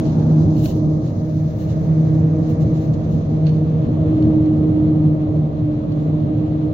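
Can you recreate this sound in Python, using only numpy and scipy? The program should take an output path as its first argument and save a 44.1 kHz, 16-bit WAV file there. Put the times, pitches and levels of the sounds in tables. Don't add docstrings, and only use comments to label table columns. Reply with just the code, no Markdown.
import sys
import numpy as np
from scipy import signal
from scipy.fft import rfft, irfft, next_fast_len
from scipy.io import wavfile

SR = 44100
rng = np.random.default_rng(int(sys.argv[2]) if len(sys.argv) > 2 else 0)


def persist_wave(psi):
    counts = np.round(np.clip(psi, -1, 1) * 32767).astype(np.int16)
    wavfile.write(sys.argv[1], SR, np.atleast_2d(counts).T)


N = 296793
TIME = np.arange(N) / SR


def from_db(db):
    return 10 ** (np.asarray(db) / 20)


def rms_one(x):
    return x / np.sqrt(np.mean(x ** 2) + 1e-20)


def in_time(curve):
    return np.interp(TIME, *np.transpose(curve))


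def at_hz(spectrum, hz):
    freq_hz, level_db = np.transpose(spectrum)
    return np.interp(np.log(np.maximum(hz, 1)), np.log(freq_hz), level_db)


def swell(middle_s, half_s):
    return np.exp(-((TIME - middle_s) / half_s) ** 2 / 2)


def drift(rate_hz):
    hz = np.arange(N // 2 + 1) * SR / N
    rolloff = (1 + (hz / rate_hz) ** 2) ** 1.5
    return rms_one(irfft(rfft(rng.standard_normal(N)) / rolloff, N))


def left_right(mid, side):
    return np.array([mid + side, mid - side])


def panned(x, pan_db):
    return x * from_db(np.array([[.5], [-.5]]) * pan_db)


# time_s, share_of_turn
CAMERA_TURN = [(0, 0), (1.3, 0), (2.0, .6), (4.2, 1), (6.73, 1)]


def turning(ahead_db, side_db):
    return np.interp(in_time(CAMERA_TURN), [0, 1], [ahead_db, side_db])


# freq_hz, side_minus_mid_db
CABIN_WIDTH = [(60, -19), (160, -18), (300, -15), (420, -7.5), (630, -3.5), (900, 0), (1300, 3.5),
               (1520, 6.5), (1950, 0), (5000, 0), (14000, -.5)]


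def cabin_noise(spectrum):
    size = next_fast_len(N)
    hz = np.fft.rfftfreq(size, 1 / SR) + 1e-3
    low_hz, high_hz = spectrum[0][0], spectrum[-1][0]
    skirts = np.minimum(1, np.minimum(hz / low_hz, high_hz / hz)) ** 5
    mid, side = rfft(rng.standard_normal((2, size))) * from_db(at_hz(spectrum, hz)) * skirts
    mid = irfft(mid, size)[:N]
    side = irfft(side * from_db(at_hz(CABIN_WIDTH, hz)), size)[:N]
    return left_right(mid, side) / np.std(mid)


# time_s, level_db
AIR_LEVEL = [(0, -54.5), (1.0, -64), (2.0, -59.5), (3.0, -58), (4.2, -55), (5.6, -58), (6.1, -55.5),
             (6.73, -57)]
# freq_hz, density_db
AIR_SPECTRUM = [(950, 7.5), (1800, 2.5), (2500, 0.5), (4200, -1), (4850, -11.5), (5800, -12.5),
                (6700, -9.5), (7150, -24.5), (8200, -30), (15500, -25)]


def window_air(gust_db=1, gust_hz=15, rush_db=-58.5):
    hiss = from_db(in_time(AIR_LEVEL) + gust_db * drift(gust_hz)) * cabin_noise(AIR_SPECTRUM)
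    near_pillar = swell(middle_s=2.14, half_s=.78)
    rush = from_db(rush_db) * near_pillar * cabin_noise([(1300, -2.5), (1850, -.5), (2300, -5)])
    return panned(hiss + rush, turning(ahead_db=3, side_db=-2))


# time_s, level_db
SLEEVE_LEVEL = [(0, -56.5), (.8, -59.5), (2.3, -62), (3.35, -63.5), (3.7, -70), (4.8, -73), (6.73, -77.5)]
# freq_hz, density_db
SLEEVE_SPECTRUM = [(1500, -11.5), (2700, -15), (3500, -1.5), (4150, 1.5), (4700, -0.5), (5500, -2.5),
                   (6300, 2.5), (6900, -6.5), (7350, -15), (7850, -15.5), (8200, -25), (15500, -28)]


def sleeve_rustle(flicker_db=1.7, flicker_hz=25):
    level_db = in_time(SLEEVE_LEVEL) + flicker_db * drift(flicker_hz)
    return panned(from_db(level_db) * cabin_noise(SLEEVE_SPECTRUM), -.8)


# time_s, level_db
GRIP_LEVEL = [(0, -74), (.8, -80.5), (1.3, -69.5), (1.7, -70), (2.3, -83.5), (3.1, -85.5), (3.4, -100),
              (6.73, -100)]
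# middle_s, half_length_s, scuff_db, hiss_db
HAND_RUBS = [(.07, 0.025, -54, -84), (.602, 0.031, -52, -58), (.651, 0.014, -49, -46),
             (.696, 0.025, -47.5, -52.5), (.768, .012, -61, -63), (1.083, .03, -56.5, -82),
             (1.615, 0.027, -55, -64), (1.706, .018, -54, -84), (1.85, .022, -63, -74),
             (2.156, 0.047, -65, -75), (2.39, .008, -61, -70), (2.505, 0.016, -56, -60),
             (2.619, .014, -55.5, -65), (2.765, 0.021, -56.5, -74.5), (2.835, 0.031, -60, -67),
             (2.941, .0063, -55, -79), (3.13, .03, -59.5, -68), (6.031, .05, -66.5, -78.5)]
# freq_hz, density_db
SCUFF_SPECTRUM = [(1200, -15), (1700, -5), (2350, -8), (2900, 3), (3200, -4), (3700, 0), (4200, 2.5),
                  (4650, -4.5), (6700, -2.5), (7250, -4), (7700, -15), (8600, -24), (15000, -35)]
# freq_hz, density_db
SKIN_SPECTRUM = [(5000, -24), (7000, -10), (8300, -15), (9800, -7.5), (11800, -2.5), (13000, -2.5),
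                 (14500, 4), (15700, 2.5)]


def hand_on_camera(grain_db=.1, grain_hz=200):
    scuff_gain, hiss_gain = np.zeros(N), from_db(in_time(GRIP_LEVEL))
    for middle_s, half_s, scuff_db, hiss_db in HAND_RUBS:
        rub = swell(middle_s, half_s)
        scuff_gain += from_db(scuff_db) * rub
        hiss_gain += from_db(hiss_db) * rub
    slips = rms_one(from_db(grain_db * drift(grain_hz)))
    scuff = panned(scuff_gain * cabin_noise(SCUFF_SPECTRUM), .8)
    hiss = panned(hiss_gain * cabin_noise(SKIN_SPECTRUM), 1.2)
    return slips * (scuff + hiss)


# pitch_hz, level_db, t60_s
TRIM_MODES = [(1500, -4, .006), (2450, -5, .007), (3100, -4, .006), (3750, -6, .006), (4380, -4, .012),
              (5600, -7, .004), (6500, -8, .004)]


def plastic_ring(force, contact_hz=6500):
    t = TIME[:SR // 10]
    ring = sum((-1) ** k * from_db(db - 60 * t / t60_s) * np.sin(2 * np.pi * hz * t)
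               for k, (hz, db, t60_s) in enumerate(TRIM_MODES))
    soft_force = signal.sosfilt(signal.butter(6, contact_hz, fs=SR, output="sos"), force + 1e-18)
    return signal.fftconvolve(soft_force, ring[None], axes=1)[:, :force.shape[1]]


# start_s, peak_db
TRIM_TICKS = [(.055, -37), (.095, -38), (.566, -37), (.657, -25), (4.224, -35.5), (4.457, -43), (5.92, -39)]


def trim_ticks(decay_s=.004):
    out, t = np.zeros((2, N)), TIME[:SR // 10]
    for start_s, peak_db in TRIM_TICKS:
        crack = rng.standard_normal((2, len(t))) * np.exp(-t / decay_s)
        tick = plastic_ring(crack)
        start = int(start_s * SR)
        out[:, start:start + len(t)] += from_db(peak_db) * tick / np.abs(tick).max()
    return out


# time_s, level_db
CREAK_LEVEL = [(3.45, -90), (3.459, -49), (3.47, -44), (3.484, -48), (3.494, -46), (3.505, -55),
               (3.56, -61), (3.66, -90)]


def trim_creak(slips_per_s=3000):
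    slips = (rng.random(N) < slips_per_s / SR) * rng.standard_normal((2, N))
    return panned(from_db(in_time(CREAK_LEVEL)) * rms_one(plastic_ring(slips)), -8)


# time_s, level_db
DECK_LEVEL = [(0, -33), (.75, -33.5), (1.2, -35.5), (2.35, -33.5), (3.7, -35), (4.15, -31.5), (5.3, -34),
              (5.65, -36.5), (6.1, -34.5), (6.73, -35.5)]


def deck_drive_db(swing):
    deck_db = in_time(DECK_LEVEL)
    return deck_db.mean() + swing * (deck_db - deck_db.mean())


# middle_s, rise_db
DECK_BUMPS = [(.47, 7), (.74, 2.5), (2.66, 5), (2.9, 6), (3.15, 3.5), (3.88, 6), (4.28, 4.5), (5.36, 1)]
# freq_hz, density_db
BOOM_SPECTRUM = [(12, -40.5), (28, -27.5), (42, -7), (60, -10.5), (88, 4.5), (118, 7), (140, 2.5), (190, 1),
                 (300, -39)]
# freq_hz, density_db
PANEL_SPECTRUM = [(120, -26), (172, 1), (204, -17), (219, 4.5), (229, 4.5), (256, -6.5), (280, 0.5),
                  (335, -6), (370, -10.5), (440, -25.5), (560, -34.5)]


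def cabin_rumble(boom_db=12, panel_db=6.5, dip_db=-6.5):
    jolt_db = sum(rise_db * swell(middle_s, half_s=.021) for middle_s, rise_db in DECK_BUMPS)
    pillar_db = dip_db * swell(middle_s=1.6, half_s=.2)
    boom_gain = from_db(deck_drive_db(swing=1.1) + boom_db + jolt_db)
    panel_gain = from_db(deck_drive_db(swing=1.4) + panel_db + jolt_db + pillar_db)
    boom = panned(boom_gain * cabin_noise(BOOM_SPECTRUM), turning(ahead_db=-.8, side_db=.7))
    panels = panned(panel_gain * cabin_noise(PANEL_SPECTRUM), -.73)
    return boom + panels


def oncoming_car(nearest_s=.26, roar_db=-43, drone_db=-23.5):
    def nearness(half_s):
        return 1 / (1 + ((TIME - nearest_s) / half_s) ** 2)
    muffled = cabin_noise([(600, .5), (850, 6), (1100, -10), (1500, -13), (2200, -25.5)])
    roar = from_db(roar_db) * nearness(half_s=.26) * muffled
    drone = from_db(drone_db) * nearness(half_s=.51) * cabin_noise(PANEL_SPECTRUM)
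    return roar + drone


# freq_hz, density_db
TREAD_SPECTRUM = [(310, -1.5), (440, 1), (540, 0.5), (590, -0.5), (640, 1), (700, -7.5), (780, -9.5),
                  (835, -17), (1000, -18), (1250, -21), (1450, -40), (2000, -35), (3000, -52)]


def tread_roar(tread_db=.2, dip_db=-4):
    pillar_db = dip_db * swell(middle_s=1.447, half_s=.14)
    roar = from_db(deck_drive_db(swing=.8) + tread_db + pillar_db) * cabin_noise(TREAD_SPECTRUM)
    return panned(roar, turning(ahead_db=.3, side_db=.2))


# time_s, pitch_hz
BAR_RATE = [(0, 157), (1.0, 154.4), (2.2, 158), (3.3, 156), (4.2, 155.8), (5.0, 154.0), (5.8, 151.8),
            (6.73, 155)]


def bar_harmonic(number, steadiness, flutter_hz):
    def scatter():
        return drift(flutter_hz) + 1j * drift(flutter_hz)
    phase = 2 * np.pi * np.cumsum(in_time(BAR_RATE)) / SR
    carrier = np.exp(1j * number * phase)
    mid = np.real((np.sqrt(2) * steadiness + scatter()) * carrier) / np.sqrt(1 + steadiness ** 2)
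    width = from_db(at_hz(CABIN_WIDTH, number * BAR_RATE[0][1]))
    side = width * rms_one(np.real(scatter() * carrier))
    return left_right(mid, side)


# time_s, level_db
FUNDAMENTAL_LEVEL = [(0, -20), (.2, -19), (.38, -11.5), (.75, -26.5), (.88, -14.5), (1.19, -27.5),
                     (1.4, -18.5), (1.56, -23.5), (2.02, -12.5), (2.5, -18.5), (3.25, -21), (3.5, -14),
                     (3.88, -20), (4.08, -22), (4.58, -22), (4.92, -20), (5.1, -15), (5.27, -25.5),
                     (5.4, -15), (5.8, -29.5), (6.14, -17.5), (6.36, -23.5), (6.73, -20.5)]
OCTAVE_LEVEL = [(0, -24), (.15, -31), (.5, -21), (.72, -29), (.83, -20.5), (1.13, -33), (1.32, -25.5),
                (1.72, -32), (2.05, -21.5), (2.45, -22.5), (2.85, -25.5), (3.121, -35), (3.3, -26.5),
                (3.68, -27), (4.33, -15.5), (5.25, -19), (5.52, -33), (5.619, -22), (6.05, -24.5),
                (6.3, -21.5), (6.73, -21)]
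THIRD_LEVEL = [(0, -43), (0.399, -41), (.8, -45.5), (1.5, -45), (2.35, -35.5), (4.501, -36), (5.65, -44.5),
               (6.1, -42), (6.73, -42.5)]
# level_db, flutter_hz
UPPER_HARMONICS = [(-42.5, 33), (-56, 25), (-64, 18)]


def grating_hum(firming_db_per_db=.4):
    def firm_harmonic(number, curve, gain_db, steadiness, flutter_hz):
        level_db = in_time(curve)
        firmness = from_db(firming_db_per_db * (level_db - level_db.mean()))
        return from_db(level_db + gain_db) * bar_harmonic(number, steadiness * firmness, flutter_hz)
    fundamental = firm_harmonic(1, FUNDAMENTAL_LEVEL, gain_db=-.72, steadiness=2.4, flutter_hz=16)
    octave = firm_harmonic(2, OCTAVE_LEVEL, gain_db=-.9, steadiness=2.3, flutter_hz=15)
    third = from_db(in_time(THIRD_LEVEL)) * bar_harmonic(3, steadiness=.6, flutter_hz=14)
    upper = sum(from_db(level_db) * bar_harmonic(number, steadiness=.3, flutter_hz=flutter_hz)
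                for number, (level_db, flutter_hz) in enumerate(UPPER_HARMONICS, start=4))
    return panned(fundamental, -.7) + panned(octave, -1.9) + panned(third + upper, 1.5)


def scene():
    outside = grating_hum() + cabin_rumble() + tread_roar() + oncoming_car() + window_air()
    inside = sleeve_rustle() + hand_on_camera() + trim_ticks() + trim_creak()
    return outside + inside


def record(dry):
    cutoff_hz = 15750
    return signal.sosfilt(signal.ellip(10, .1, 90, cutoff_hz, fs=SR, output="sos"), dry)


dry = scene()
out = record(dry)
persist_wave(out)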